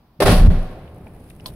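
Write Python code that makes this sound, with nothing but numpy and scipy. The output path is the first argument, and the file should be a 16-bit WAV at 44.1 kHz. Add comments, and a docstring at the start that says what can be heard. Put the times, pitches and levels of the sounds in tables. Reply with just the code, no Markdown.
"""A concrete archway outdoors, where a gas cylinder bursts. Sharp shock fronts and ragged jets of gas
excite the arch's resonances. The gas catches in whumps, and the fireball swells into a deep boom
that buffets and overloads the microphone. Echoes roll back from the building and trees, the flames
rumble and crackle on, and debris lands, one piece ringing close by."""
import sys
import numpy as np
from scipy import signal
from scipy.fft import rfft, irfft
from scipy.io import wavfile
from scipy.ndimage import uniform_filter1d

SR = 44100
rng = np.random.default_rng(int(sys.argv[2]) if len(sys.argv) > 2 else 0)


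def dump(signal):
    """Clip the signal to [-1, 1] and save it as 16-bit WAV at the path in sys.argv[1]."""
    limited = np.clip(np.atleast_2d(signal).T, -1, 1)
    pcm = np.round(limited * 32767).astype(np.int16)
    wavfile.write(sys.argv[1], SR, pcm)


N = 68355
TIME = np.arange(N) / SR
FREQS = np.maximum(np.fft.rfftfreq(N, 1 / SR), 1)


def from_db(db):
    """Decibels to gain."""
    return 10 ** (np.asarray(db) / 20)


def unit_rms(x):
    """Scale to rms 1."""
    return x / np.sqrt(np.mean(x ** 2) + 1e-20)


def envelope(rows):
    """Gain over time from (time [s], level [dB]) rows."""
    return from_db(np.interp(TIME, *np.transpose(rows)))


def over_freqs(rows):
    """Interpolate (frequency [Hz], value) rows on a log axis."""
    hz, value = np.transpose(rows)
    return np.interp(np.log(FREQS), np.log(hz), value)


def bandpass(x, low_hz, high_hz):
    """Second-order low-pass, then high-pass."""
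    for hz, kind in (high_hz, "low"), (low_hz, "high"):
        x = signal.sosfilt(signal.butter(2, hz, kind, fs=SR, output="sos"), x + 1e-18)
    return x


def flutter(depth_db, rate_hz):
    """Random gain that wavers by depth_db rms."""
    drift = irfft(rfft(rng.standard_normal(N)) / (1 + (FREQS / rate_hz) ** 2), N)
    return from_db(depth_db * unit_rms(drift))


# left-right likeness of the sound field: (frequency [Hz], correlation)
STEREO_CORRELATION = [(60, 1), (300, 0.99), (640, 0.93), (1400, 0.58), (3100, 0.04), (7000, 0),
                      (15000, 0.15)]


def noise(spectrum):
    """Stereo noise of rms 1, rolled off beyond the spectrum's ends, alike on both sides in the bass."""
    mid, side = rfft(rng.standard_normal((2, N)))
    alike = over_freqs(STEREO_CORRELATION)
    stereo = np.sqrt(1 + alike) * mid + np.sqrt(1 - alike) * side * np.array([[1], [-1]])
    skirts = 1 / np.sqrt(1 + (spectrum[0][0] / FREQS) ** 6 + (FREQS / spectrum[-1][0] / 1.3) ** 6)
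    return unit_rms(irfft(stereo * from_db(over_freqs(spectrum)) * skirts, N))


def octave_bands(x):
    """Overlapping bands as (octaves above 600 Hz, signal)."""
    position = np.clip(np.log2(FREQS / 600), -2, 5)
    return [(k, irfft(rfft(x) * np.maximum(1 - abs(position - k), 0), N)) for k in range(-2, 6)]


def steady(x, window_s):
    """Even out the chance swells of a noise."""
    size = int(window_s * SR / 2)
    power = uniform_filter1d(uniform_filter1d(np.mean(x ** 2, axis=0), size), size)
    return x / np.sqrt(power + 1e-9)


def burst(start_s, attack_s, hold_s, decay_db_per_s):
    """Linear attack, hold, exponential release."""
    age = TIME - start_s
    rise = np.clip(age / max(attack_s, 1e-4), 0, 1)
    return rise * from_db(-decay_db_per_s * np.maximum(age - attack_s - hold_s, 0))


def hits(rows, attack_s, hold_s):
    """Summed bursts from (time [s], level [dB], decay [dB/s]) rows."""
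    return sum(from_db(db) * burst(s, attack_s, hold_s, decay) for s, db, decay in rows)


def ring(start_s, attack_s, hz, t60_s):
    """A struck mode, out of phase between the two sides."""
    offset_cycles = rng.uniform(0, 0.57, (2, 1))
    tone = np.sin(2 * np.pi * (hz * (TIME - start_s) + offset_cycles))
    return burst(start_s, attack_s, 0, 60 / t60_s) * tone


def resonate(x, modes, width_hz):
    """Boost or cut narrow bands, as a hollow space does."""
    radius = np.exp(-np.pi * width_hz / SR)
    out = x
    for hz, db in modes:
        poles = [1, -2 * radius * np.cos(2 * np.pi * hz / SR), radius ** 2]
        band = (1 - radius ** 2) / 2 * signal.lfilter([1, 0, -1], poles, x + 1e-18)
        out = out + (from_db(db) - 1) * band
    return out


# background air: (frequency [Hz], level [dB])
AIR_SPECTRUM = [(25, -3), (65, -0.5), (100, -4.5), (240, -7), (350, -16.5), (1000, -18), (1700, -30.5),
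                (5000, -34.5), (7000, -50), (16000, -34)]


def outdoor_air():
    """Quiet, even background, mostly bass."""
    return from_db(-54.5) * noise(AIR_SPECTRUM)


# ignitions: (time [s], level [dB], attack [s], hold [s], decay [dB/s])
WHUMPS = [(0.19, -28.5, 0.013, 0.09, 127), (0.28, -13, 0.011, 0.038, 295), (0.432, -16, 0.011, 0.0072, 231),
          (0.507, -20.5, 0.0021, 0.0065, 122)]
# igniting gas: (frequency [Hz], level [dB])
WHUMP_SPECTRUM = [(85, -1), (115, 0.5), (135, -10), (175, 6), (205, -15), (235, -6), (300, -18.5),
                  (600, -27), (1500, -73)]


def ignition():
    """The gas catches in low whumps."""
    level = sum(from_db(db) * burst(s, attack, hold, decay) for s, db, attack, hold, decay in WHUMPS)
    return steady(noise(WHUMP_SPECTRUM), 0.06) * level


# gas jets: (time [s], level [dB], attack [s], hold at 600 Hz [s], decay at 600 Hz [dB/s])
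JETS = [(.2022, -17.5, .0006, .005, 520), (.2190, -18, .002, .009, 500), (.2520, -16, .009, .036, 120)]
# escaping gas: (frequency [Hz], level [dB])
JET_SPECTRUM = [(330, -5), (400, -8.5), (600, -2), (760, -5.5), (930, -12), (1100, -12), (1700, -14.5),
                (2500, -18), (4600, -19.5), (5800, -26), (7000, -33.5), (8500, -27.5), (10500, -23.5),
                (13000, -34), (16000, -34)]


def jets(lag_s_per_octave=0.0063, decay_tilt=0.076):
    """Ragged bursts of gas; the treble, chopped by small shocks, holds longer and then dies faster."""
    gas = steady(noise(JET_SPECTRUM), 0.032) * flutter(depth_db=1, rate_hz=300)
    rasp = unit_rms(flutter(depth_db=0.5, rate_hz=450))
    longest_hold_s = max(row[3] for row in JETS)
    out = 0
    for octave, band in octave_bands(gas):
        stretch = 1 + lag_s_per_octave * abs(octave) / longest_hold_s
        level = sum(from_db(db) * burst(s, attack, hold * stretch, decay * 2 ** (decay_tilt * octave))
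                    for s, db, attack, hold, decay in JETS)
        out += band * level * (rasp if octave > 0 else 1)
    return out


# treble snaps: (time [s], level [dB], decay [dB/s])
SNAPS = [(.2030, -34.5, 450), (0.2235, -31, 500)]
# treble snaps: (frequency [Hz], level [dB])
SNAP_SPECTRUM = [(2000, 6), (3000, -4), (5000, -22), (7000, -22), (10500, 5), (13000, 5), (16000, -7)]


def bright_snaps():
    """Two bright treble snaps as the shock fronts hit the microphone."""
    return noise(SNAP_SPECTRUM) * hits(SNAPS, attack_s=0.00055, hold_s=0.002)


# shock fronts: (time [s], level [dB], length [ms])
SHOCKS = [(0.2032, -7, 2.02), (.2050, -19, 1.26), (.2180, -6, 2.4), (0.2237, -3, 1.54), (0.2618, -5, 1.48),
          (0.2669, -9.5, 1.97), (.2820, -4, 1.34)]


def shocks(echo_db=-9, echo_t60_s=0.064):
    """N-shaped pressure fronts, scattered by the archway's walls."""
    fronts = np.zeros(N)
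    for s, db, ms in SHOCKS:
        phase = (TIME - s) * 1000 / ms
        fronts += from_db(db) * (1 - 2 * phase) * ((phase >= 0) & (phase < 1))
    fronts = bandpass(fronts, low_hz=326, high_hz=2320)
    walls = noise([(250, 0), (3000, -8), (12000, -1.5)]) * burst(0.0037, 0.0023, 0, 60 / echo_t60_s)
    walls /= np.sqrt(np.sum(walls ** 2) / 2)
    echoes = signal.fftconvolve(fronts[None], walls, axes=1)[:, :N]
    return fronts + from_db(echo_db) * echoes


# cylinder cavity: (frequency [Hz], gain [dB])
CYLINDER_MODES = [(420, 4.6), (580, 7.6), (720, 2.5)]


def cylinder_bark(x):
    """The ruptured cylinder resonates with a hollow bark."""
    return resonate(x, CYLINDER_MODES, width_hz=77)


# archway peaks and notches: (frequency [Hz], gain [dB])
ARCH_MODES = [(178, 9), (227, -4), (312, 6.5), (378, 5), (466, 3), (501, 2.5), (572, 1.5), (618, 3),
              (748, 6), (1080, 8), (1526, -7), (1712, 4)]


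def archway(x):
    """The arch's narrow resonances colour the blast."""
    return resonate(x, ARCH_MODES, width_hz=14)


# boom swell: (time [s], level [dB])
BOOM_LEVEL = [(.205, -46), (.225, -37), (.25, -19.5), (.30, -15.5), (.35, -11.5), (.39, -9), (.45, -4.5),
              (.50, -8), (.55, -19), (.62, -28.5), (.70, -49), (.76, -51)]
# fireball turbulence: (frequency [Hz], level [dB])
BOOM_SPECTRUM = [(22, 6.5), (38, 8), (60, -1.5), (100, -4.5), (135, -13.5), (175, -13.5), (220, -24.5),
                 (400, -31.5), (900, -62)]
# air swings: (time [s], level [dB], frequency [Hz], t60 [s])
SURGES = [(0.4395, -6, 55, 0.088), (0.46, -10.5, 175, 0.078), (0.485, -0.5, 23.9, 0.43)]


def fireball():
    """Deep turbulence swells with the flame; surges leave the air swinging."""
    onset = burst(BOOM_LEVEL[0][0], 0.0042, 0, 0)
    boom = steady(noise(BOOM_SPECTRUM), 0.022) * envelope(BOOM_LEVEL) * onset
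    swings = sum(from_db(db) * burst(s, 0, 0, 60 / t60) * np.sin(2 * np.pi * hz * (TIME - s))
                 for s, db, hz, t60 in SURGES)
    return boom + swings


# gusts: (time [s], level [dB], hold [s])
BUFFETS = [(0.246, -16, 0.0066), (0.473, -16.5, 0.019)]


def buffeting(decay_db_per_s=502):
    """Surging air hits each side of the microphone separately."""
    wind = steady(bandpass(rng.standard_normal((2, N)), low_hz=31, high_hz=91), 0.021)
    return wind * sum(from_db(db) * burst(s, 0.002, hold, decay_db_per_s) for s, db, hold in BUFFETS)


# outdoor echoes: (frequency [Hz], level [dB])
ROLL_SPECTRUM = [(88, -53), (150, -8.5), (286, -20.5), (368, -9.5), (439, -16.5), (484, -10), (675, -8.5),
                 (923, -17.5), (1190, -18), (4240, -28.5), (7040, -43), (10200, -38.5), (16000, -48)]


def rolling_echoes(peak_s=0.47, decay_db_per_s=40, decay_tilt=0.17):
    """Echoes from the building and trees build up after the main jet; the treble dies first."""
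    start_s = JETS[-1][0]
    out = 0
    for octave, band in octave_bands(noise(ROLL_SPECTRUM)):
        out += band * burst(start_s, peak_s - start_s, 0, decay_db_per_s * 2 ** (decay_tilt * octave))
    return from_db(-32) * out


# flame rumble: (time [s], level [dB])
FIRE_LEVEL = [(.3, -59), (.7, -41.5), (1.1, -40.5), (1.25, -43), (1.38, -45), (1.52, -38)]
# flame rumble: (frequency [Hz], level [dB])
FIRE_SPECTRUM = [(20, -4.5), (70, 2), (160, -4), (280, -9.5), (600, -16.5), (1100, -28), (2500, -36),
                 (5000, -56), (7000, -70), (15000, -51)]
# crackle: (time [s], level [dB])
CRACKLE_LEVEL = [(.5, -63), (.9, -68), (1.15, -64.5), (1.28, -57.5), (1.37, -63), (1.52, -56.5)]
# crackle: (frequency [Hz], level [dB])
CRACKLE_SPECTRUM = [(1500, -8), (3000, -4.5), (5000, -8.5), (7000, -14), (10000, 2), (15000, -10.5)]


def flames(crackles_per_s=54, crackle_decay_s=0.002, spread_db=0.5):
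    """From the first jet on, flames rumble and flicker under a fine sizzle with small crackles."""
    triggers = rng.random(N) < crackles_per_s / SR
    sizes = from_db(spread_db * np.minimum(rng.exponential(1, N), 3))
    crackles = signal.lfilter([1], [1, -np.exp(-1 / (crackle_decay_s * SR))], triggers * sizes)
    sizzle = noise(CRACKLE_SPECTRUM) * unit_rms(0.91 * crackles + 0.5) * envelope(CRACKLE_LEVEL)
    rumble = steady(noise(FIRE_SPECTRUM), 0.073) * envelope(FIRE_LEVEL)
    rumble *= flutter(depth_db=1.5, rate_hz=30)
    return (rumble + sizzle) * (TIME > JETS[0][0])


# dip in the blast: (time [s], gain [dB])
BLAST_DIP = [(.473, 0), (.478, -11), (.499, -10), (.503, 0)]


def dip(blast, above_hz=280):
    """Mids and treble dip briefly at the height of the boom."""
    bass = irfft(rfft(blast) / (1 + (FREQS / above_hz) ** 4), N)
    return bass + (blast - bass) * envelope(BLAST_DIP)


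# stone landings: (time [s], level [dB], pitch [Hz], t60 [s])
STONES = [(.8765, -45, 2950, .016), (1.0690, -42, 2400, .014), (1.0717, -44, 2300, .008),
          (1.3008, -42, 10200, .006), (1.3049, -38, 2650, .010), (1.3985, -38.5, 2850, .012),
          (1.4063, -48, 5500, .012)]
# stone modes: (ratio to pitch, level [dB])
STONE_PARTIALS = [(.72, -10), (1, -1.5), (1.45, -28)]


def stones(attack_s=0.00039, scatter_gain=0.36):
    """Small stones land with a dry click and a faint, longer scatter."""
    out = 0
    for s, db, pitch_hz, t60 in STONES:
        modes = [(pitch_hz * ratio, mode_db) for ratio, mode_db in STONE_PARTIALS]
        click = sum(from_db(mode_db) * ring(s, attack_s, hz, t60) for hz, mode_db in modes)
        scatter = noise(modes) * burst(s, attack_s, 0, 20 / t60)
        out += from_db(db) * (click + scatter_gain * scatter)
    return out


# impacts on earth: (time [s], level [dB], decay [dB/s])
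THUDS = [(1.0651, -41, 903), (1.4595, -42.5, 698)]
# struck earth: (frequency [Hz], level [dB])
THUD_SPECTRUM = [(150, -2), (280, -4), (450, 1), (640, 5), (850, 8), (1050, -7), (1500, -25), (2500, -25)]
# grit sprays: (time [s], level [dB], decay [dB/s])
GRIT = [(1.299, -48, 1502), (1.4610, -30, 908), (1.48, -45, 707)]
# flying grit: (frequency [Hz], level [dB])
GRIT_SPECTRUM = [(150, 18), (300, -1), (700, 4), (1050, -5), (1900, -17), (3500, 3.5), (5500, -4),
                 (7000, -11), (8500, -2.5), (12500, -1.5), (16000, -8)]


def thuds_and_grit():
    """Heavier pieces thud into the earth; grit flies where pieces land or bounce."""
    return sum(steady(noise(spectrum), 0.012) * hits(rows, attack_s=0.00064, hold_s=0.00066)
               for spectrum, rows in [(GRIT_SPECTRUM, GRIT), (THUD_SPECTRUM, THUDS)])


# scrap modes: (frequency [Hz], level [dB], t60 [s])
SCRAP_MODES = [(627, -37, 0.058), (1026, -34.5, 0.072), (3200, -36, 0.02), (3530, -27, 0.019),
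               (4260, -28, .015), (4290, -24.5, 0.023), (5260, -29, 0.016)]


def ringing_scrap(landing_s=1.4592):
    """A hard scrap lands close by and rings briefly."""
    return sum(from_db(db) * ring(landing_s, 0.00027, hz, t60) for hz, db, t60 in SCRAP_MODES)


def scene():
    """The explosion and its aftermath over quiet outdoor air."""
    blast = archway(cylinder_bark(shocks()) + jets() + rolling_echoes()) + ignition() + fireball()
    aftermath = buffeting() + flames() + stones() + thuds_and_grit() + ringing_scrap()
    return dip(blast) + aftermath + outdoor_air() + bright_snaps()


def record(dry):
    """The overloaded microphone rounds off the peaks; a steep low-pass cuts the top."""
    stopband_hz = 16400
    rounded = dry / (1 + dry ** 4) ** 0.25
    return signal.sosfilt(signal.cheby2(14, 60, stopband_hz, fs=SR, output="sos"), rounded)


dry = scene()
out = record(dry)
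dump(out)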